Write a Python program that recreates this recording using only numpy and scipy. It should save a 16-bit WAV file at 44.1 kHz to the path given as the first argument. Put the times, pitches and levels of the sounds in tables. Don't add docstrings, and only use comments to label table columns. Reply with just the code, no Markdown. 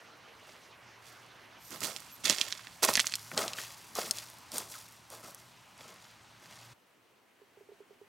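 import sys
import numpy as np
from scipy import signal
from scipy.fft import rfft, irfft
from scipy.io import wavfile

SR = 44100
rng = np.random.default_rng(int(sys.argv[2]) if len(sys.argv) > 2 else 0)


def store_wav(level_fs):
    pcm = np.round(np.clip(np.atleast_2d(level_fs), -1, 1) * 32767)
    wavfile.write(sys.argv[1], SR, pcm.T.astype(np.int16))


N = 356328
TIME = np.arange(N) / SR
PATH_END_S = 1.6
WALK_END_S = 6.735

# start_s, sole_lag_s, push_lag_s, give_t60_s, heel_db, sole_db, push_db, thud_db (packed ground),
# stones_db (large stones re pebbles), grit_db (grit re pebbles)
FOOTSTEPS = [(0.39, 0.058, 0.15, 0.53, -64, -60, -68, -69, -4, -8.5),
             (0.985, 0.022, 0.18, 0.67, -70, -60, -69, -76, -10, -3),
             (1.698, 0.11, 0.21, 0.34, -47.5, -36.5, -58.5, -47.5, -3, -3),
             (2.235, 0.044, 0.11, 0.26, -29, -27, -37.5, -42.5, -13.5, -13),
             (2.822, 0.056, 0.069, 0.14, -23.5, -28.5, -39.5, -41, -3, -5.5),
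             (3.309, 0.05, 0.23, 0.37, -51, -35, -45, -44.5, 3.5, -4.5),
             (3.945, 0.08, 0.17, 0.38, -39.5, -47, -50.5, -52, 1.5, -0.5),
             (4.51, 0.024, 0.16, 0.39, -48, -47, -52.5, -52, 2, 2.5),
             (5.094, 0.12, 0.25, 0.44, -55.5, -57.5, -66, -60.5, 6, 3),
             (5.77, 0.07, 0.21, 0.47, -57.5, -56.5, -61, -62.5, 1.5, -6),
             (6.39, 0.083, 0.17, .6, -62, -57.5, -60, -69.5, -2.5, -5.5)]


def from_db(db):
    return 10 ** (np.asarray(db) / 20)


def rms_one(x):
    return x / np.sqrt(np.mean(x ** 2) + 1e-20)


def in_time(rows):
    return np.interp(TIME, *np.transpose(rows))


def at_hz(points, hz):
    points = np.array(points)
    return np.interp(np.log(hz), np.log(points[:, 0]), points[:, 1])


def add(out, s, sound):
    start = int(s * SR)
    out[start:start + len(sound)] += sound


def spot(start_s, end_s, fade_s=0.0098):
    return np.clip(np.minimum(TIME - start_s, end_s - TIME) / fade_s + .5, 0, 1)


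def drift(rate):
    return rms_one(np.interp(TIME * rate, np.arange(4096), rng.standard_normal(4096)))


def band(x, low_hz, high_hz, order=2):
    edges = [low_hz, min(high_hz, .47 * SR)]
    return signal.sosfilt(signal.butter(order, edges, "band", fs=SR, output="sos"), x + 1e-18)


def ring(x, hz, t60):
    decay = from_db(-60 / (t60 * SR))
    angle = 2 * np.pi * hz / SR
    return signal.lfilter([0, np.sin(angle)], [1, -2 * decay * np.cos(angle), decay * decay], x + 1e-18)


def place(x, pan):
    # pitch_hz, share (0-1)
    side_share = [(150, .1), (700, 0.5), (2800, 0.87), (5500, 0.9), (10000, 0.8), (13000, .25)]
    hz = np.maximum(np.arange(N + 1) * SR / (2 * N), 1)
    sided = irfft(rfft(x, 2 * N) * at_hz(side_share, hz))[..., :N]
    return x + pan * sided * np.array([[-1], [1]])


def scatter(x, t60, top_hz):
    age = TIME[:SR]
    tail = band(rng.standard_normal((2, SR)), 300, top_hz, order=1)
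    tail = tail * from_db(-60 * age / t60) * np.minimum(age / .001, 1)
    return signal.fftconvolve(x[None], tail / np.sqrt(np.sum(tail[0] ** 2)), axes=1)[:, :N]


def on_the_bed(x, pan):
    near = x + from_db(-12.5) * scatter(x, t60=0.0349, top_hz=14200)[0]
    return place(near, pan) + from_db(-31.5) * scatter(near, t60=0.3, top_hz=7000)


def water(spectrum, likeness, babble_db):
    out = 0
    edges = 35 * 2 ** np.arange(0, 9.6, .5)
    white = rng.standard_normal((2, 2, N))
    for k, (low, high) in enumerate(zip(edges, edges[1:])):
        mid, side = band(white[k % 2], low, high)
        hz = np.sqrt(low * high)
        alike = np.clip(at_hz(likeness, hz), 0, 1)
        gain = from_db(at_hz(spectrum, hz) + babble_db * drift(35))
        out = out + gain * (np.sqrt(1 + alike) * mid + np.sqrt(1 - alike) * side * [[1], [-1]])
    return rms_one(out)


def hum(pitch_hz=114.8, waver_hz=2.7, flutter_db=1.5):
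    # start_s, level_db
    hum_levels = [(0, -104), (.9, -70), (2.1, -79), (3.35, -61), (3.9, -71), (4.4, -70.5), (6.05, -74.5),
                  (6.5, -70.5), (6.73, -58)]
    phase = 2 * np.pi * np.cumsum(pitch_hz + waver_hz * drift(17.0)) / SR
    level = from_db(in_time(hum_levels) + flutter_db * drift(15))
    return level * np.sqrt(2) * np.sin(phase) * spot(0, WALK_END_S)


def chirps(width_hz=400):
    # start_s, length_s, pitch_hz, level_db (before the swell)
    chirp_rows = [(1.578, 0.24, 11900, -58), (2.106, 0.056, 12700, -50)]
    out = np.zeros(N)
    for s, length, hz, db in chirp_rows:
        swell = np.sin(np.pi * np.clip((TIME - s) / length, 0, 1))
        whistle = band(rng.standard_normal(N), hz - width_hz / 2, hz + width_hz / 2)
        out += from_db(db) * swell * rms_one(whistle)
    return out


def basket():
    # start_s, drive_db (before the mode gains)
    knocks = [(7.415, -54), (7.571, -53), (7.607, -51), (7.688, -49), (7.717, -49), (7.803, -48),
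              (7.906, -50.5), (8.013, -49)]
    # pitch_hz, gain_db, t60_s
    modes = [(401, 6, 0.08), (449, 8, 0.017), (910, -13, 0.044)]
    clicks = np.zeros(N)
    for s, drive_db in knocks:
        clicks[int(s * SR)] = from_db(drive_db)
    return sum((-1) ** k * from_db(db) * ring(clicks, hz, t60) for k, (hz, db, t60) in enumerate(modes))


def squeak(jitter_hz=150):
    # start_s, length_s, first_hz, last_hz, level_db (before the envelope)
    squeak_row = (4.744, .034, 1680, 1080, -44)
    s, length, first_hz, last_hz, level_db = squeak_row
    done = np.clip((TIME - s) / length, 0, 1)
    hz = first_hz + (last_hz - first_hz) * done + jitter_hz * drift(400)
    envelope = np.minimum(10 * done, 1) * (1 - done)
    return from_db(level_db) * envelope * np.sin(2 * np.pi * np.cumsum(hz) / SR)


def leaves(grit, per_s=45, spread_db=8.5, settle_s=.1, most_db=-44):
    keep = np.exp(-1 / (settle_s * SR))
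    stirred = signal.lfilter([1 - keep], [1, -keep], np.minimum(grit, from_db(most_db)) + 1e-18)
    sizes = from_db(spread_db * np.minimum(rng.exponential(1, N), 3))
    snaps = (rng.random(N) < per_s / SR) * sizes * rng.choice([-1, 1], N)
    return from_db(6) * stirred * band(snaps, 4500, 15000, order=1)


def clack(hz):
    age = TIME[:4096]
    click = signal.unit_impulse(len(age))
    rattle_t60 = 0.0076 * (4000 / hz) ** .55
    contact = signal.sosfilt(signal.butter(2, min(hz * 1.93, .45 * SR), fs=SR, output="sos"), click)
    impact = band(contact, hz * 0.67, hz * 1.4, order=1)
    chatter = rms_one(band(rng.standard_normal(len(age)), hz * 0.56, hz * 1.51))
    dying = from_db(-60 * age / rattle_t60) * np.minimum(age / .0003, 1)
    thump = from_db(-22) * min(2040 / hz, 1) ** 2 * ring(click, hz=262, t60=0.034)
    return from_db(-2.0) * impact / np.abs(impact).max() + from_db(-6.5) * chatter * dying + thump


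def clacks(rebound_s=.004, rebound_db=-11.5):
    # start_s, level_db (before the blow and rattle gains), pitch_hz,
    # pan (-1 left to 1 right)
    loud_stones = [(1.8057, -21, 8300, .6), (1.9633, -20.5, 4770, .6), (2.255, -11.5, 5250, 0.66),
                   (2.2977, -3.5, 4700, .5), (2.299, -20, 480, 0.45), (2.3075, -9.5, 4100, 0.44),
                   (2.3843, -16, 3870, 0.37), (2.4133, -6.5, 3950, 0.46), (2.5246, -16.5, 3630, 0.37),
                   (2.6709, -29, 2710, .4), (2.849, -3, 8560, .3), (2.889, -15, 710, 0.16),
                   (2.938, -10.5, 7450, 0.43), (2.9546, -5.5, 4000, .3), (2.9703, -11.5, 6600, .3),
                   (2.975, -10, 2000, .3), (2.9951, -7, 3430, .35), (3.0007, -6, 5420, .35),
                   (3.0086, -13, 3910, .35), (3.069, -10.5, 5300, .35), (3.0965, -27, 4700, .3),
                   (3.1223, -21, 3800, 0.39), (3.1387, -14.5, 3980, 0.23), (3.1548, -12.5, 7100, 0.17),
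                   (3.316, -27, 1430, -0.031), (3.377, -10, 4260, 0), (3.48, -18.5, 4600, 0),
                   (3.534, -20.5, 4200, 0), (3.5858, -25.5, 1850, 0.036), (3.637, -34, 1370, 0),
                   (3.9867, -22, 520, 0), (4.1101, -7, 6560, -.3), (4.172, -25, 6700, 0),
                   (4.1853, -20, 6400, 0), (4.5821, -12, 8000, 0), (5.347, -29.5, 9900, 0)]
    out, side = np.zeros(N), np.zeros(N)
    hops = rng.uniform(0.55, 1.5, len(loud_stones))
    for (s, level_db, hz, pan), hop in zip(loud_stones, hops):
        add(out, s, from_db(level_db) * clack(hz))
        add(out, s + hop * rebound_s, from_db(level_db + rebound_db) * clack(hz))
        side[int(s * SR):] = pan
    return out, side


def loose_pebbles(stirred, low_hz=1800, high_hz=8000, most_db=-46, count=8):
    per_s, base_db, spread_db = 53, 13, 2.5
    sizes = from_db(base_db + spread_db * np.minimum(rng.exponential(1, N), 3))
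    ticks = (rng.random(N) < per_s / SR) * sizes * np.minimum(stirred, from_db(most_db))
    dealt = rng.integers(0, count, N)
    pitches = np.geomspace(low_hz, high_hz, count)
    return sum(signal.oaconvolve(ticks * (dealt == k), clack(hz))[:N] for k, hz in enumerate(pitches))


def heel_touches(lag_s=0.0087, touch_db=21, pitch_hz=7500):
    out = np.zeros(N)
    for s, _, _, _, heel_db, *_, grit_db in FOOTSTEPS:
        add(out, s + lag_s, from_db(heel_db + grit_db + touch_db) * clack(pitch_hz))
    return out


def press(s, db, rise_s, t60):
    age = TIME[:2 * SR]
    load = np.minimum(age / rise_s, 1) * from_db(db - 60 * np.maximum(age - rise_s, 0) / t60)
    return np.concatenate([np.zeros(max(int(s * SR), 0)), load ** 2, np.zeros(N)])[:N]


def gait():
    rise_share = 0.09
    stone_linger = 1.13
    push_stones_db = -11.5
    heel_thud_db = -1.5
    thud, stones, pebbles, grit = np.zeros((4, N))
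    for s, sole_lag, push_lag, give, heel_db, sole_db, push_db, thud_db, stones_db, grit_db in FOOTSTEPS:
        sole_s, rise = s + sole_lag, rise_share * give
        blows = [(s, heel_db), (sole_s, sole_db)]
        landing = sum(press(at, db, rise, give) for at, db in blows)
        rolling = sum(press(at, db, rise, stone_linger * give) for at, db in blows)
        settling = press(sole_s, sole_db - 18, rise_s=.04, t60=1)
        push = press(s + push_lag, push_db, rise_s=0.052, t60=0.73)
        thud += press(s, thud_db + heel_thud_db, rise, give) + press(sole_s, thud_db, rise, give)
        stones += from_db(stones_db) ** 2 * rolling + from_db(push_stones_db) ** 2 * push
        pebbles += landing + settling + push
        grit += from_db(grit_db) ** 2 * (landing + settling + push)
    return np.sqrt([thud, stones, pebbles, grit]) * spot(0, WALK_END_S)


def grains(spectrum, count, octaves, per_s, spread_db, slips_per_s, slide_s):
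    centres = np.geomspace(spectrum[0][0], spectrum[-1][0], count)
    slips = (rng.random(N) < slips_per_s / SR) * rng.exponential(1, N)
    sliding = signal.lfilter([1], [1, -np.exp(-1 / (slide_s * SR))], slips)
    born = rng.random(N) < per_s * (.3 + sliding / sliding.mean()) / SR
    sizes = from_db(spread_db * np.minimum(rng.exponential(1, N), 4))
    clicks = born * sizes * rng.choice([-1, 1], N)
    dealt = rng.integers(0, count, N)
    edge = 2 ** (octaves / 2)
    return rms_one(sum(from_db(at_hz(spectrum, hz)) * band(clicks * (dealt == k), hz / edge, hz * edge)
                       for k, hz in enumerate(centres)))


def gravel(thud, stones, pebbles, grit):
    # pitch_hz, level_db (per Hz)
    ground_colour = [(60, -23.5), (110, -2.5), (160, 0.5), (230, 5.5), (330, 0)]
    stone_colour = [(350, 2.5), (470, 1.5), (630, 4.5), (790, 0.5), (1000, -2), (1350, 1), (1900, -16)]
    pebble_colour = [(1400, -7.5), (2000, -2), (2700, 1.5), (4000, -2), (6000, -0.5), (8500, -17.5)]
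    grit_colour = [(5000, -1), (8000, -7), (11000, -2.5), (15000, -18.5)]
    # start_s, level_db
    trickle_levels = [(1.55, -85), (1.65, -60.5), (2.6, -67.5), (3.2, -56.5), (4.5, -68), (6.7, -89.5)]
    grit = np.hypot(grit, from_db(in_time(trickle_levels)) * spot(0, WALK_END_S))
    ground_noise = grains(ground_colour, count=8, octaves=0.46, per_s=2500,
                          spread_db=3.0, slips_per_s=200, slide_s=.006)
    stone_noise = grains(stone_colour, count=22, octaves=0.26, per_s=2400,
                         spread_db=1.5, slips_per_s=180, slide_s=0.0054)
    pebble_noise = grains(pebble_colour, count=14, octaves=0.88, per_s=7000,
                          spread_db=0, slips_per_s=300, slide_s=.0014)
    grit_noise = grains(grit_colour, count=6, octaves=0.76, per_s=20000,
                        spread_db=2.0, slips_per_s=610, slide_s=0.0011)
    return (from_db(-0.5) * thud * ground_noise + from_db(-0.8) * stones * stone_noise
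            + from_db(-0.9) * pebbles * pebble_noise + from_db(1.93) * grit * grit_noise)


def scene():
    # start_s, pan (-1 left to 1 right)
    walker_pan = [(0, 0), (1.7, 0.56), (2.35, 0.51), (2.85, 0.31), (3.05, 0.18), (3.35, 0), (6.7, 0)]
    # pitch_hz, level_db (per Hz)
    path_colour = [(21, -43), (35, -12.5), (126, 0), (180, -3), (334, -0.5), (443, -1), (1110, 1.5),
                   (2660, -3.5), (3440, -7.5), (5740, -11.5), (7230, -21), (14800, -24), (16000, -46)]
    bed_colour = [(21, -51), (35, -23), (114, -9), (272, -13.5), (478, -18), (572, -18.5), (739, -12.5),
                  (1030, -10), (1720, -16.5), (2590, -16.5), (6200, -23), (13700, -36.5), (16000, -36)]
    quiet_colour = [(21, -45), (35, -17), (82, -14), (103, -4.5), (159, -8.5), (272, -2.5), (1110, -6.5),
                    (1200, -7.5), (1960, -8.5), (2220, -6.5), (3270, -15.5), (4920, -18.5), (16000, -26)]
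    # start_s, level_db
    path_levels = [(0, -55.5), (.8, -56.5), (1.6, -55.5)]
    bed_levels = [(1.6, -56), (4.4, -55.5), (5.05, -58.5), (6.3, -58.5), (6.73, -57.5)]
    quiet_levels = [(6.73, -65.5), (7.25, -66.5), (7.7, -64.5)]
    # pitch_hz, likeness (0-1)
    stream_likeness = [(60, 1), (200, 0.7), (1400, 0.79), (3100, 0.96), (8000, 1)]
    quiet_likeness = [(60, 0.67), (700, 0.54), (9000, 0.75), (13000, 1)]

    path = from_db(in_time(path_levels)) * water(path_colour, stream_likeness, babble_db=1.96)
    bed = from_db(in_time(bed_levels)) * water(bed_colour, stream_likeness, babble_db=1.37)
    quiet = from_db(in_time(quiet_levels)) * water(quiet_colour, quiet_likeness, babble_db=1.0)
    around = (spot(-1, PATH_END_S) * place(path, 0.15) + spot(PATH_END_S, WALK_END_S) * bed
              + spot(WALK_END_S, np.inf) * quiet)
    thud, stones, pebbles, grit = gait()
    steps = gravel(thud, stones, pebbles, grit) + heel_touches() + loose_pebbles(pebbles) + leaves(grit) + squeak()
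    walker = on_the_bed(steps, in_time(walker_pan)) + on_the_bed(*clacks())
    return walker + around + hum() + chirps() + basket() * from_db([[-3], [1.8]])


def record(dry):
    lean = signal.sosfilt(signal.butter(2, 42, "high", fs=SR, output="sos"), dry)
    return signal.sosfilt(signal.ellip(10, .1, 80, 16000, fs=SR, output="sos"), lean)


dry = scene()
out = record(dry)
store_wav(out)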